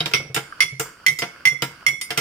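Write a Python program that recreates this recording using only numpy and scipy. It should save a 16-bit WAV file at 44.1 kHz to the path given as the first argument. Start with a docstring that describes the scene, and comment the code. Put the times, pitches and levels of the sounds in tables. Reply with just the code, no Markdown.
"""A knock and a bright chink, then steady clinking: a metal spoon stirs powder into water in a mug.
On each turn, about two and a half a second, it hits the wall, which rings, then knocks low in
the mug, which shakes the glass hob below. Water swishes and fizzes between the blows.
A small kitchen answers the blows with quick echoes, over a faint rumble."""
import sys
import numpy as np
from scipy import signal
from scipy.fft import rfft, irfft, next_fast_len
from scipy.io import wavfile
from scipy.ndimage import map_coordinates

SR = 44100
rng = np.random.default_rng(int(sys.argv[2]) if len(sys.argv) > 2 else 0)


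def unload_audio(sound):
    """Save the sound as a 16-bit wav file, at the path given as the first command line argument."""
    columns = np.transpose(np.atleast_2d(sound))
    # keep every value between -1 and 1, then stretch to whole-number steps
    steps = np.round(np.clip(columns, -1, 1) * 32767)
    wavfile.write(sys.argv[1], SR, steps.astype(np.int16))


N = 97284
T = np.arange(N) / SR
CONTACT_RISE_S, WAVERS_PER_S = .00049, 42.9


def from_db(db):
    return 10 ** (np.asarray(db) / 20)


def unit_rms(x):
    return x / np.sqrt(np.mean(x ** 2) + 1e-20)


def at_hz(points, hz):
    """Read a table between its frequencies."""
    freqs, values = np.transpose(points)
    return np.interp(np.log(hz + 1e-9), np.log(freqs), values)


def pan(db):
    """Left and right gains with the same total power."""
    gains = from_db(np.array([np.atleast_1d(db), -np.atleast_1d(db)]) / 2)
    return gains / np.sqrt(np.mean(gains ** 2, axis=0))


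def fade(t60):
    """Die away by 60 dB in t60 seconds, the ring time."""
    return np.exp(-np.log(1000) * T / t60)


def rise(seconds):
    return 1 - np.exp(-T / seconds)


def add(out, start_s, x):
    i = max(int(start_s * SR), 0)
    out[:, i:] += x[..., :N - i]


def waver(t):
    """A random curve wandering by about 1 either way."""
    return map_coordinates(rng.standard_normal(200), [t * WAVERS_PER_S], order=1, mode="nearest")


# How alike left and right are: (frequency [Hz], likeness [0 to 1])
LIKENESS = [(130, .99), (300, .95), (600, .8), (1300, .4), (2500, .15), (6000, .1), (16000, 0)]
# How much louder the left is: (frequency [Hz], level [dB])
BALANCE = [(100, .8), (600, 1.2), (1400, -2.5), (2100, -6.8), (3200, -3), (4500, -1.2), (9000, -2.3),
           (14000, -4.8)]
def noise(spectrum, ripple_db=0, size=N):
    """Shaped stereo noise about size samples long; ripple adds random peaks and dips."""
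    size = next_fast_len(size, True)
    hz = np.arange(size // 2 + 1) * SR / size
    mid, side = rfft(rng.standard_normal((2, size)))
    ripple = ripple_db * np.interp(hz / 130, np.arange(256), rng.standard_normal(256))
    alike = at_hz(LIKENESS, hz)
    stereo = np.sqrt(1 + alike) * mid + np.sqrt(1 - alike) * side * [[1], [-1]]
    shaped = stereo * from_db(at_hz(spectrum, hz) + ripple) * pan(at_hz(BALANCE, hz))
    x = unit_rms(irfft(shaped, size)[:, :N])
    return np.pad(x, [(0, 0), (0, N - x.shape[1])])


def ring(tones, size=26000, wobble_hz=16.2, scatter_db=3, flutter_db=2.5):
    """One blow starts fading tones; sloshing water makes them waver."""
    out, t = np.zeros((2, N)), T[:size]
    for k, (hz, db, t60) in enumerate(tones):
        apart = np.arccos(at_hz(LIKENESS, hz)) / 2 * (-1) ** k  # high tones reach the ears out of step
        slosh = waver(t)
        pitch = hz + wobble_hz * min(hz / MUG_HZ[0], 1) * slosh
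        phase = rng.uniform(0, 2 * np.pi) + 2 * np.pi * np.cumsum(pitch) / SR
        level = db + scatter_db * rng.normal() + flutter_db * slosh * np.minimum(t * WAVERS_PER_S, 1)
        gain = from_db(level) * np.exp(-np.log(1000) * t / t60)
        out[:, :size] += gain * pan(at_hz(BALANCE, hz)) * np.sin(phase + apart * np.array([[1], [-1]]))
    return out


# Background noise: (frequency [Hz], relative level [dB])
RUMBLE = [(25, -59), (45, 9), (70, 4), (140, 3), (300, 3), (1000, -22), (4000, -44), (16000, -25)]
def rumble():
    """A faint, steady rumble with a little hiss."""
    return from_db(-58.5) * noise(RUMBLE)


# The room's lingering sound: (frequency [Hz], relative level [dB])
ROOM_TAIL = [(100, -2), (400, -2.5), (1500, -3), (3000, -3), (6000, 2.5), (10000, 9.5), (16000, 2.5)]
# Echoes off near surfaces: (delay [s], level [dB])
ECHOES = [(.0092, -16.5), (0.0196, -19)]
def kitchen(x, tail_db=-13.5, tail_delay_s=.012):
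    """Two quick echoes and a short blurred tail whose treble dies first."""
    blur = noise(ROOM_TAIL)
    low = signal.sosfilt(signal.butter(1, 4000, fs=SR, output="sos"), blur)
    tail = low * fade(t60=.46) + (blur - low) * fade(t60=.12)
    out = x.copy()
    add(out, tail_delay_s, signal.fftconvolve(x, from_db(tail_db) * unit_rms(tail) / np.sqrt(N), axes=1))
    for delay_s, db in ECHOES:
        add(out, delay_s, from_db(db) * x)
    return out


# The scrape's hiss: (distance from its pitch [Hz], relative level [dB])
SCRAPE_BAND = [(20, 0), (180, -2), (450, -14), (1200, -32), (5000, -60)]
def scrape(lead_s=.075, width_s=.03, pitch_hz=4600, climb_hz_per_s=7000):
    """Before each clink the spoon slides along the wall: a faint, rising hiss."""
    glides = np.zeros(N)
    for clink_s, *_ in CLINKS:
        t = T - clink_s + lead_s
        swell = np.exp(-(t / width_s) ** 2)
        glides += swell * np.sin(2 * np.pi * (pitch_hz + climb_hz_per_s * t / 2) * t)
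    return from_db(-70) * glides * noise(SCRAPE_BAND)


def fizz(pitches=18, bubbles_per_s=440, ring_cycles=7.3):
    """Small bubbles appear at random, each ringing for a few cycles."""
    out = np.zeros((2, N))
    for hz in np.geomspace(950, 2000, pitches):
        born = rng.random(N) < bubbles_per_s / pitches / SR
        clicks = born * from_db(10 * np.minimum(rng.exponential(1, N), 3))
        decay = np.exp(-np.log(1000) * hz / ring_cycles / SR)
        step = 2 * np.pi * hz / SR
        pings = signal.lfilter([0, np.sin(step)], [1, -2 * decay * np.cos(step), decay ** 2], clicks + 1e-18)
        out += pan(rng.normal(-1.3, 8.6)) * pings
    return unit_rms(out)


# The swish's noise: (distance from its pitch [Hz], relative level [dB])
SWISH_BAND = [(20, 0), (110, -2), (260, -14), (700, -34), (3000, -60)]
def swish(pitch_hz=1386, swing_hz=159.1, turns_per_s=2.4, highest_at_s=.93):
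    """The hollow behind the spoon sings, gliding up and down once a turn."""
    hz = pitch_hz + swing_hz * np.cos(2 * np.pi * turns_per_s * (T - highest_at_s))
    band = noise(SWISH_BAND) * np.sin(2 * np.pi * np.cumsum(hz) / SR)
    return pan(at_hz(BALANCE, pitch_hz)) * unit_rms(band)


# How the water swells and sinks: (time [s], level [dB])
SWIRL = [(0, -39.5), (.3, -69), (.44, -45.5), (.56, -45), (.62, -44), (.77, -75), (.86, -39.5), (.95, -50),
         (1.04, -47.5), (1.16, -66), (1.3, -45.5), (1.41, -45), (1.58, -58), (1.72, -47), (1.84, -45.5),
         (1.98, -67), (2.2, -37.5)]
# The water's broad wash: (frequency [Hz], relative level [dB])
WASH = [(60, -19), (140, -15), (250, -21), (500, -7.5), (800, -14.5), (1150, -3.5), (1450, 3),
        (1900, -13.5), (3000, -7.5), (3900, -25), (4700, -7.5), (6500, -25), (9000, -24.5), (16000, -34)]
def water(plop_s=.524):
    """Water pushed by the spoon washes, swishes and fizzes; one larger bubble bursts."""
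    bubbles = from_db(-9) * fizz()
    swell = from_db(np.interp(T, *np.transpose(SWIRL)) + .5 * waver(T))
    out = swell * (from_db(-2) * noise(WASH) + from_db(-6.5) * swish() + bubbles)
    plop = ring([(hz, -24.5, .035) for hz in (1167, 1350, 1600)])
    add(out, plop_s, plop * rise(CONTACT_RISE_S))
    return out


# The spoon dragging on the mug's bottom: (frequency [Hz], relative level [dB])
SCUFF = [(50, -15), (140, -0.5), (230, -9), (460, -1), (750, -14), (1500, -14), (5000, -47), (16000, -62)]
# Soft bumps: (time [s], boom level [dB], scuff level [dB])
BUMPS = [(.004, -22, -30.5), (.137, -25.5, -23), (0.196, -45, -28.5), (0.246, -36, -36.5),
         (0.297, -30, -37.5), (0.632, -35, -39), (0.723, -27.5, -44.5), (1.077, -32, -35.5),
         (1.112, -32, -40.5), (1.46, -32, -48), (1.517, -31.5, -37), (1.878, -32.5, -35.5),
         (1.923, -36, -43)]
def bumps(boom_hz=142.3, scatter_hz=6.9):
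    """The mug bumps the hob with a boom; with each, the dragging spoon makes a soft, low scuff."""
    out = np.zeros((2, N))
    for start_s, boom_db, scuff_db in BUMPS:
        hz = boom_hz + scatter_hz * rng.normal()
        boom = from_db(boom_db) * np.sin(2 * np.pi * hz * T) * fade(t60=.19)
        scuff = from_db(scuff_db) * noise(SCUFF, size=12000) * fade(t60=.13)
        add(out, start_s, (boom + scuff) * rise(.0045))
    return out


# Crowds of brief tones in mug, metal and hob, each: (frequency [Hz], relative level [dB])
MUG_CLACK = [(100, -25.5), (700, -21.5), (1200, -4.5), (1700, -5.5), (2300, 1.5), (3200, 1), (4100, -8),
             (5200, -3), (7000, -22.5), (10000, -18.5), (16000, -35)]
METAL_TICK = [(2000, -115), (5000, -4), (7000, 12), (9000, 0.5), (10800, -2.5), (13000, 5), (15000, 7.5),
              (16000, -10.5)]
HOB_THUD = [(30, -51), (60, -29), (130, -7), (220, -9), (450, -3.5), (900, -5.5), (1400, -1), (2200, -2.5),
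            (4000, -16), (10000, -39)]
def impact(clack_db, tick_db, thud_db):
    """The noisy part of a blow; each spot that is hit favours its own pitches."""
    snap = fade(t60=.021)  # the first instant of touch
    clack = noise(MUG_CLACK, ripple_db=3.5, size=12000) * (fade(t60=.12) + from_db(-4) * snap)
    tick = noise(METAL_TICK, ripple_db=6, size=12000) * (fade(t60=.21) + from_db(9) * snap)
    thud = noise(HOB_THUD, size=12000) * fade(t60=.15) * rise(.0036)
    return from_db(clack_db - 2) * clack + from_db(tick_db - 4) * tick + from_db(thud_db - 1.5) * thud


# The hob's tones, one list each: (pitch [Hz], relative level [dB], ring time [s])
HOB_HZ = (137, 178, 255, 329, 445, 487, 702, 811, 945, 1130, 1377, 1640)
HOB_DB = (-4.5, -14, -14.5, -8, -2, -7, -5, -10.5, -11, -8.5, -0.5, -9)
HOB_T60_S = (0.18, 0.32, 0.12, 0.13, .12, 0.17, 0.14, .13, 0.17, 0.033, 0.11, 0.082)
def hob():
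    """The glass shakes under the mug."""
    return ring(zip(HOB_HZ, HOB_DB, HOB_T60_S)) * rise(.003)


# The spoon's tones, one list each: (pitch [Hz], relative level [dB], ring time [s])
SPOON_HZ = (3720, 4900, 5586, 7030, 8257, 8480, 9320, 11536, 12700, 14450)
SPOON_DB = (-12.5, -13, -10, -12, -9.5, -16.5, -10, -17, -17.5, -12)
SPOON_T60_S = (0.12, 0.17, 0.19, 0.13, 0.14, 0.1, 0.12, 0.095, 0.085, 0.032)
def spoon(scatter_hz=12.7):
    """The metal rings; grip and water shift its pitch from blow to blow."""
    return ring(zip(np.array(SPOON_HZ) + scatter_hz * rng.normal(), SPOON_DB, SPOON_T60_S))


# The mug's tones, one list each:
# (base pitch [Hz], relative level [dB], full ring time [s], share of the rim's pitch shift [0 to 1])
MUG_HZ = (2062, 2184, 2660, 3160, 3400, 4380, 4975, 5588, 5816, 6890, 8850, 9780, 12160, 13860)
MUG_DB = (3.5, -10, -12, -11.5, -17.5, -6, -13.5, -13, -11.5, -24.5, -13, -19.5, -33, -24)
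MUG_T60_S = (0.16, 0.41, 0.037, 0.044, .3, 0.034, 0.12, 0.28, 0.18, 0.22, 0.09, 0.16, .09, 0.075)
MUG_SHIFT = (1, .4, .2, .2, 0, .1, .2, .2, .5, .2, .2, .4, .3, .3)
def mug(rim_hz, length=1):
    """The wall rings; water leaning on it shifts its tones, and the spoon's touch can shorten them."""
    shift = rim_hz / MUG_HZ[0] - 1
    pitches = np.array(MUG_HZ) * (1 + shift * np.array(MUG_SHIFT))
    return ring(zip(pitches, MUG_DB, length * np.array(MUG_T60_S)))


# Low blows, with relative levels: (time [s], mug [dB], spoon [dB], clack [dB], tick [dB], thud [dB])
KNOCKS = [(.0045, -36.5, -52, -22, -48, -30.5), (0.0581, -69, -42, -20, -36.5, -26.5),
          (.113, -47, -46, -34, -47, -37), (0.3446, -59, -18, -23, -27, -32.5),
          (0.3624, -32.5, -36, -18, -43, -21), (0.7964, -29.5, -18.5, -25.5, -23.5, -24.5),
          (1.1879, -29, -21.5, -28.5, -31, -41.5), (1.2202, -25.5, -54, -22, -46, -22),
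          (1.621, -27.5, -22.5, -18.5, -30, -21), (2.0122, -25, -22, -29.5, -34.5, -48),
          (2.1050, -25, -26.5, -22, -38, -27.5), (2.1748, -18.5, -19, -16.5, -26.5, -21.5)]
def knocks():
    """Blows low in the mug ring both spoon and mug, and shake the hob."""
    out = np.zeros((2, N))
    for start_s, mug_db, spoon_db, clack_db, tick_db, thud_db in KNOCKS:
        tones = from_db(spoon_db) * spoon() + from_db(thud_db) * hob() + from_db(mug_db) * mug(MUG_HZ[0])
        add(out, start_s, (tones + impact(clack_db, tick_db, thud_db)) * rise(CONTACT_RISE_S))
    return out


# The tones of the spoon's tip: (pitch [Hz], relative level [dB], ring time [s])
TIP_TONES = [(3160, -1.5, 0.072), (3772, 7.5, 0.055), (3850, 1.5, 0.051), (4170, -0.5, 0.052),
             (4760, -6, 0.044)]
# Taps of the tip: (time [s], relative level [dB])
CHINKS = [(.0045, -20), (.013, -39), (.058, -28.5), (1.085, -31)]
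# Blows on the wall, with relative levels: (time [s], rim pitch [Hz], mug [dB], clack [dB], tick [dB],
# bounce delay [s], bounce [dB], share of full ring time [0 to 1])
CLINKS = [(0.1361, 2102, -15, -12.5, -36.5, 0.0096, -3, 0.68),
          (0.6045, 2099, -9.5, -17, -30.5, .018, -5, 0.72), (1.0635, 2048, -11, -18, -25.5, 0.018, -7, 0.7),
          (1.4532, 2053, -11, -19, -30, .020, -4.5, 0.83), (1.8644, 2080, -11, -23, -29, 0.02, -6.5, 0.76)]
def clinks(thud_db=-34.5):
    """The spoon hits the wall and bounces once, more softly; its tip adds a few bright chinks."""
    out = np.zeros((2, N))
    attack = rise(CONTACT_RISE_S)
    for start_s, rim_hz, mug_db, clack_db, tick_db, delay_s, bounce_db, length in CLINKS:
        hit = from_db(mug_db) * mug(rim_hz, length) + impact(clack_db, tick_db, thud_db)
        bounce = from_db(mug_db) * mug(rim_hz, length) + from_db(-1.5) * impact(clack_db, tick_db, thud_db)
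        add(out, start_s, hit * attack)
        add(out, start_s + delay_s, from_db(bounce_db) * bounce * attack)
    for start_s, db in CHINKS:
        add(out, start_s, from_db(db) * ring(TIP_TONES) * attack)
    return out


def scene():
    return kitchen(clinks() + knocks() + bumps()) + water() + scrape() + rumble()


def record(dry, cutoff_hz=15900):
    """Clip peaks at full scale and cut the highest treble."""
    return signal.sosfilt(signal.ellip(10, .1, 80, cutoff_hz, fs=SR, output="sos"), np.clip(dry, -1, 1))


dry = scene()
out = record(dry)
unload_audio(out)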